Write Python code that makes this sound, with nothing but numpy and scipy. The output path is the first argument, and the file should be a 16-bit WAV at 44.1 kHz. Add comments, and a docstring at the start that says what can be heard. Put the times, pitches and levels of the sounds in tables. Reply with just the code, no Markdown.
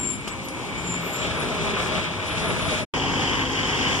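"""A thin brake squeal rides on the rumble of a diesel bus slowing past at arm's length. The brake valve
spits air, a loose panel clacks, and the rear engine swings into view, whining and ringing its bay.
After a tenth of a second of silence a second bus approaches in low gear: exhaust and gears drone, and
each cylinder firing knocks the block. Both are heard through a close microphone pair with a stereo
widener."""
import sys
import numpy as np
from scipy import signal
from scipy.fft import rfft, irfft
from scipy.io import wavfile
from scipy.ndimage import uniform_filter1d

SR = 44100
rng = np.random.default_rng(int(sys.argv[2]) if len(sys.argv) > 2 else 0)


def file_out(sig):
    """Save sig as 16-bit WAV at sys.argv[1]."""
    # one column per channel
    cols = np.atleast_2d(sig).T
    # limit, then scale
    lim = np.clip(cols, -1, 1)
    pcm = np.round(lim * 32767).astype(np.int16)
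    wavfile.write(sys.argv[1], SR, pcm)


N = 176400
T, HZ = np.arange(N) / SR, np.fft.rfftfreq(N, 1 / SR)

# Engine and road faders of each bus: t/s, low level/dB, middle level/dB, treble level/dB
LEAVING_LEVELS = [(0, -30, -29, -31.5), (.12, -34, -32.5, -32), (0.301, -34.5, -32.5, -33.5),
                  (.6, -34.5, -27, -31.5), (.9, -32.5, -26.5, -29.5), (1.15, -33, -27.5, -28),
                  (1.4, -27.5, -25.5, -25.5), (1.57, -30.5, -26.5, -27.5), (1.66, -26, -25.5, -25.5),
                  (1.73, -28.5, -24, -26.5), (1.8, -30, -22.5, -24.5), (2.03, -27, -25.5, -24),
                  (2.08, -31, -28, -28.5), (2.25, -31.5, -27.5, -27), (2.5, -26.5, -25.5, -24.5),
                  (2.78, -28.5, -26.3, -22.5), (2.84, -26.5, -31, -29)]
COMING_LEVELS = [(2.94, -29, -24, -26), (3.05, -24.5, -24.5, -25.5), (3.299, -27, -24.5, -24),
                 (3.42, -26.5, -23, -22.5), (3.48, -29.5, -28.5, -25.5), (3.7, -29, -25, -24),
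                 (3.85, -25, -24.5, -22), (4, -28.5, -24, -23)]
# Tone colour of the first bus's flank and rear and the second's front: f/Hz, relative density/dB
FLANK_COLOUR = [(25, -18.5), (50, -2), (140, 3), (350, -1.5), (460, -8), (700, -14), (850, -11),
                (1150, -13.5), (1600, -15), (2000, -15), (2270, -3.5), (2550, -14), (2900, -13.5),
                (3600, -19), (5000, -24.5), (6500, -23), (9000, -25), (11500, -38.5), (14000, -41.5)]
REAR_COLOUR = [(25, -22), (48, 0), (80, 3.5), (180, 2.5), (300, -2.5), (450, -2), (570, -6), (800, -11),
               (1300, -9.5), (1900, -12), (2350, -7.5), (2850, -12), (3500, -12), (4400, -21), (6000, -22),
               (9000, -26), (11500, -40.5), (14000, -42)]
FRONT_COLOUR = [(25, -10), (48, -4.5), (120, 1), (300, 0.5), (500, -1.5), (630, -10), (800, -5),
                (1050, -8.5), (1400, -11), (2200, -5.5), (2650, -10), (3100, -3.5), (3900, -24.5),
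                (4700, -16), (6900, -19.5), (8200, -26.5), (11500, -39.5), (14000, -43)]
# Stereo placement of each bus's roar: f/Hz, left minus right/dB
LEAVING_PAN = [(60, 2), (400, 1), (800, 6.5), (1200, -2), (1850, 3.5), (2300, 1), (2850, 8.5), (3800, 2),
               (4350, 3.5), (6000, 3.5), (10000, 8.5), (14000, 4)]
COMING_PAN = [(60, -3), (300, 1), (580, 3.5), (750, 3), (1150, -6), (1600, -2), (2300, 0), (2850, 21),
              (3400, -7), (4400, 1.5), (6100, 5.5), (10000, -0.5)]
# Left-right likeness of the roar: f/Hz, correlation
LIKENESS = [(40, -.1), (80, 0.35), (150, 0.61), (380, 0.84), (700, 0.28), (1050, 0.68), (1600, -0.2),
            (2200, 0.012), (2800, -0.31), (3500, 0.21), (4200, -0.15), (12000, -0.17)]
# How strongly each band of the roar throbs with the firings: f/Hz, weight
PULSING = [(60, 0.48), (500, 0.89), (2500, 0.93), (5000, 0.4), (12000, 0.15)]

# Falling exhaust hums of the slowing bus: start t/s, length/s, start f/Hz, end f/Hz, level/dB
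EXHAUST_HUMS = [(.76, .4, 182, 169, -35), (1.5, .36, 408, 394, -35.5), (1.55, .5, 178, 168, -38),
                (.3, .35, 540, 528, -46)]
# Engine bay resonances: f/Hz, width/Hz, level/dB against the middle fader
BAY_MODES = [(452.7, 18, -20), (844, 28, -22.5), (1016, 21, -24.5), (1295, 110, -19), (1693, 70, -22),
             (2290, 81, -14)]
# Rough whine behind the grille: t/s, level/dB
GRILLE_WHINE = [(.9, -61), (1.15, -37.5), (1.45, -47), (1.62, -35.5), (1.75, -41.5), (1.9, -36),
                (2.1, -45.5), (2.3, -39), (2.5, -41.5), (2.78, -34)]
# Hits on a loose body panel: t/s, level/dB
CLACKS = [(0.2748, -28), (0.567, -37), (2.303, -26)]
# That panel's modes: f/Hz, width/Hz, relative level/dB
PANEL_MODES = [(335, 78, 3.5), (1200, 180, -7.5), (2430, 330, -0.5), (3200, 280, -4.5)]
# Spits of the brake valve: peak t/s, level/dB
SPITS = [(.279, -33), (.486, -38.5)]
# Colour of the escaping air: f/Hz, relative density/dB
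SPIT_COLOUR = [(500, -17), (2500, -2), (6500, 4.5), (9500, -0.5), (14000, -18)]
# Main brake squeal: t/s, f/Hz, level/dB
SQUEAL = [(0, 7440, -32), (.04, 7360, -27.5), (.08, 7380, -27), (.125, 7330, -27.5), (.19, 7420, -52),
          (.31, 7330, -52), (.41, 7230, -74), (.76, 7290, -68), (.785, 7230, -41), (.825, 7230, -44),
          (.94, 7200, -30), (1, 7260, -47.5), (1.11, 7260, -44.5), (1.21, 7330, -36.5), (1.35, 7450, -71)]
# Higher brake squeaks: start t/s, length/s, start f/Hz, end f/Hz, level/dB
SQUEAKS = [(-.04, .13, 10050, 9820, -46), (.08, .1, 9950, 9820, -43), (.13, .05, 9380, 9280, -46),
           (.18, .05, 9180, 9080, -47), (.295, .045, 7850, 7700, -44), (.43, .06, 12850, 12750, -53),
           (.46, .09, 10080, 10220, -50), (1, .21, 12020, 12260, -48), (1.04, .14, 10300, 10780, -52),
           (1.35, .12, 9900, 10200, -48), (1.42, .06, 9150, 9100, -45), (2.25, .14, 10520, 10400, -45),
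           (2.33, .27, 10380, 10180, -45), (2.52, .36, 10060, 10170, -47)]

# Exhaust and gear tones of the second bus: multiple of firing rate, level/dB
DRONE_ORDERS = [(1, -45.5), (2, -38.5), (3, -40.5), (8, -49.5), (10, -48.5), (16.9, -60), (21.1, -49),
                (22.6, -59), (31.8, -48.5)]
# Swells of its strongest gear tone: t/s, level/dB
GEAR_HUM = [(2.94, -36.5), (3.1, -35.5), (3.3, -40.5), (3.41, -33), (3.48, -35), (3.56, -35.5), (3.72, -44),
            (3.82, -32), (4, -52)]
# Its ringing engine covers: f/Hz, width/Hz, level/dB against the middle fader
COVER_MODES = [(950, 50, -22.5), (1060, 48, -21)]

# Widener crossfeed: f/Hz, share of the opposite channel subtracted
CROSSFEED = [(300, 0.029), (900, 0.55), (2100, 0.57), (4300, 0.57), (6400, 0.2), (11000, 0.068)]

LEAVING_FIRING_HZ, COMING_FIRING_HZ = 32.85, 50.17
REAR_FROM_S, REAR_BY_S = 0.74, 1.4   # the flank gives way to the engine grille
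FADE_FROM_S, FADE_S, COMING_FROM_S = 2.833, 0.019, 2.938


def from_db(db):
    """Decibels to gain."""
    return 10 ** (np.asarray(db) / 20)


def rms_one(x):
    """Scale to unit rms."""
    return x / np.sqrt(np.mean(x ** 2) + 1e-20)


def in_time(rows):
    """Each column of an automation curve at every sample."""
    s, *columns = np.transpose(rows)
    return [np.interp(T, s, c) for c in columns]


def at_hz(points, hz):
    """Read a table on a log-frequency axis."""
    f, value = np.transpose(points)
    return np.interp(np.log(hz + 1), np.log(f), value)


def panned(pan_db):
    """Constant-power left and right gains; positive leans left."""
    gains = from_db(np.array([[.5], [-.5]]) * pan_db)
    return gains / np.sqrt(np.mean(gains ** 2, axis=0))


def drift(rate_hz):
    """Smooth random modulation, unit rms."""
    return rms_one(irfft(rfft(rng.standard_normal(N)) / (1 + (HZ / rate_hz) ** 2) ** 2, N))


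def resonate(x, hz, width_hz):
    """One resonance, unit rms."""
    r = np.exp(-np.pi * width_hz / SR)
    return rms_one(signal.lfilter([1, 0, -1], [1, -2 * r * np.cos(2 * np.pi * hz / SR), r * r], x))


def muffled(x):
    """Heavy panels radiate little treble."""
    return signal.sosfilt(signal.butter(4, 3600, fs=SR, output="sos"), x)


def tone(hz, waver_hz, waver_rate, flutter_db):
    """A wavering, fluttering tone, unit rms."""
    phase = 2 * np.pi * np.cumsum(hz + waver_hz * drift(waver_rate)) / SR
    return rms_one(np.sin(phase) * from_db(flutter_db * drift(48)))


def glides(rows, **wobble):
    """Gliding tones that swell and fade."""
    out = 0
    for start, length, from_hz, to_hz, db in rows:
        along = np.clip((T - start) / length, 0, 1)
        swell = from_db(db) * abs(np.sin(np.pi * along))
        out += swell * tone(from_hz + (to_hz - from_hz) * along, **wobble)
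    return out


def reflections(count, from_s=.008, to_s=.07, echo_db=-10):
    """Frequency response of the direct sound plus short echoes off road, panels and trees."""
    lag, sign = rng.random((count, 2)).T
    echoes = np.zeros(N)
    echoes[((from_s + lag * (to_s - from_s)) * SR).astype(int)] = np.sign(sign - .5)
    return 1 + from_db(echo_db) * rfft(echoes) / np.sqrt(count)


def firings(rate_hz, decay_s, uneven_db=1.2):
    """The engine's beat: a dying burst of its own strength at each cylinder firing; unit rms."""
    cycles = np.cumsum(rate_hz * (1 + 0.01565 * drift(5.3))) / SR
    strength = from_db(uneven_db * rng.standard_normal(size=1000))
    bursts = strength[cycles.astype(int)] * np.exp(-(cycles % 1) / rate_hz / decay_s)
    return rms_one(uniform_filter1d(bursts, size=60))


def roar(spectrum, pan, levels, beat, pulsed, flicker_db):
    """The bed: engine and tyre noise in flickering octave bands, partly throbbing with the firings."""
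    low_db, middle_db, treble_db = in_time(levels)
    mid, side = rfft(rng.standard_normal((2, N)))
    alike = at_hz(LIKENESS, HZ)
    stereo = np.sqrt(1 + alike) * mid + np.sqrt(1 - alike) * side * [[1], [-1]]
    colour = from_db(at_hz(spectrum, HZ)) * HZ ** 6 / (HZ ** 6 + 31 ** 6)   # low cut at 31 Hz
    noise = colour * reflections(count=12) * panned(at_hz(pan, HZ)) * stereo
    noise /= np.std(irfft(noise, N))
    octave = np.log2(np.clip(HZ, 50, 12800) / 50)
    shared_flicker, out = drift(5.5), 0
    for k in range(9):
        band = irfft(noise * np.maximum(1 - abs(octave - k), 0), N)
        low, treble = np.clip([2 - k / 2, k / 2 - 2], 0, 1)
        level_db = low * low_db + (1 - low - treble) * middle_db + treble * treble_db
        share = pulsed * at_hz(PULSING, 50 * 2 ** k)
        gain = from_db(level_db + flicker_db * (.5 * shared_flicker + drift(19)))
        out += band * gain * np.sqrt(1 - share + share * beat ** 2)
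    return out


def panel_clacks(decay_s=0.014):
    """Each clack is a brief rattle of contacts into the modes of a loose body panel."""
    force = sum(from_db(db) * (T > s) * np.exp(-np.maximum(T - s, 0) / decay_s) for s, db in CLACKS)
    modes = sum(from_db(db) * resonate(rng.standard_normal(N), hz, width)
                for hz, width, db in PANEL_MODES)
    return force * rms_one(muffled(modes)) * panned(3.5)


def valve_spits(rise_s=0.004, decay_s=0.017):
    """The brake valve lets out short, bright puffs of air."""
    envelope = sum(from_db(db) * np.clip((T - s) / rise_s + 1, 0, 1)
                   * np.exp(-np.maximum(T - s, 0) / decay_s) for s, db in SPITS)
    air = irfft(rfft(rng.standard_normal((2, N))) * from_db(at_hz(SPIT_COLOUR, HZ)), N)
    return envelope * rms_one(air) * panned(5)


def engine_bay(beat):
    """Noise pulsing with the firings rings the rear engine bay."""
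    _, middle_db, _ = in_time(LEAVING_LEVELS)
    air = beat * (rng.standard_normal((2, N)) + rng.standard_normal(N))
    return sum(from_db(middle_db + db) * resonate(air, hz, width) for hz, width, db in BAY_MODES)


def diesel_knock(beat):
    """Each firing knocks the second engine's block and rings its covers."""
    _, middle_db, treble_db = in_time(COMING_LEVELS)
    block = from_db(treble_db - 15) * resonate(beat * rng.standard_normal(N), hz=3200, width_hz=460)
    knock = signal.sosfilt(signal.butter(2, [2000, 4000], "band", fs=SR, output="sos"), block)
    covers = sum(from_db(middle_db + db) * resonate(beat * rng.standard_normal(N), hz, width)
                 for hz, width, db in COVER_MODES)
    return muffled(covers) + knock * panned(13)


def low_gear_drone(gear_order=5.35):
    """Exhaust tones, gear tones and a swelling gear hum all follow the engine speed."""
    firing_hz = COMING_FIRING_HZ * (1 + 0.00414 * drift(3.26))
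    drone = sum(from_db(db) * tone(order * firing_hz, waver_hz=1.37, waver_rate=19.8, flutter_db=1)
                for order, db in DRONE_ORDERS)
    hum = tone(gear_order * firing_hz, waver_hz=3.1, waver_rate=33, flutter_db=2)
    return (drone + from_db(in_time(GEAR_HUM)[0]) * hum) * panned(6.5)


def brake_squeal(split_hz=50, upper_db=-1):
    """The linings sing on a close, beating pair of modes and squeak on higher ones."""
    hz, db = in_time(SQUEAL)
    lower, upper = (tone(f, waver_hz=36, waver_rate=220, flutter_db=2.5) for f in (hz, hz + split_hz))
    squeal = from_db(db) * rms_one(lower + from_db(upper_db) * upper)
    squeaks = glides(SQUEAKS, waver_hz=120, waver_rate=450, flutter_db=3.5)
    return (squeal + squeaks) * panned(10)


def leaving_bus():
    """The flank crossfades to the engine grille with its whine and ringing bay, over falling hums."""
    beat = firings(LEAVING_FIRING_HZ, decay_s=0.013)
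    rear_share = np.clip((T - REAR_FROM_S) / (REAR_BY_S - REAR_FROM_S), 0, 1)
    flank = roar(FLANK_COLOUR, LEAVING_PAN, LEAVING_LEVELS, beat, pulsed=0.083, flicker_db=1.26)
    rear = roar(REAR_COLOUR, LEAVING_PAN, LEAVING_LEVELS, beat, pulsed=0.1, flicker_db=1.5)
    bed = np.sqrt(1 - rear_share) * flank + np.sqrt(rear_share) * rear
    bay = muffled(rear_share * engine_bay(beat))
    whine = from_db(in_time(GRILLE_WHINE)[0]) * tone(623.5, waver_hz=15.14, waver_rate=53, flutter_db=4.5)
    hums = glides(EXHAUST_HUMS, waver_hz=3, waver_rate=25, flutter_db=2)
    return bed + bay + whine * panned(9) + hums


def coming_bus():
    """The second bus head-on: roar and knock share one beat, over the drone."""
    beat = firings(COMING_FIRING_HZ, decay_s=0.0075)
    bed = roar(FRONT_COLOUR, COMING_PAN, COMING_LEVELS, beat, pulsed=0.09, flicker_db=1.05)
    return bed + diesel_knock(beat) + low_gear_drone()


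def scene():
    """One bus fades fast into a brief silence, then the other cuts in."""
    first_bus = leaving_bus() + brake_squeal() + valve_spits() + panel_clacks()
    fade_out = np.clip(1 - (T - FADE_FROM_S) / FADE_S, 0, 1)
    return fade_out * first_bus + (T > COMING_FROM_S) * coming_bus()


def record(dry):
    """The widener subtracts a late copy of the opposite channel; the top is cut steeply."""
    delay_s, cutoff_hz = 0.0004696, 14300
    both = rfft(dry)
    cross = at_hz(CROSSFEED, HZ) * np.exp(-2j * np.pi * HZ * delay_s)
    high_cut = 1 / np.sqrt(1 + (HZ / cutoff_hz) ** 300)
    return irfft((both - cross * both[::-1]) * high_cut, N)


dry = scene()
out = record(dry)
file_out(out)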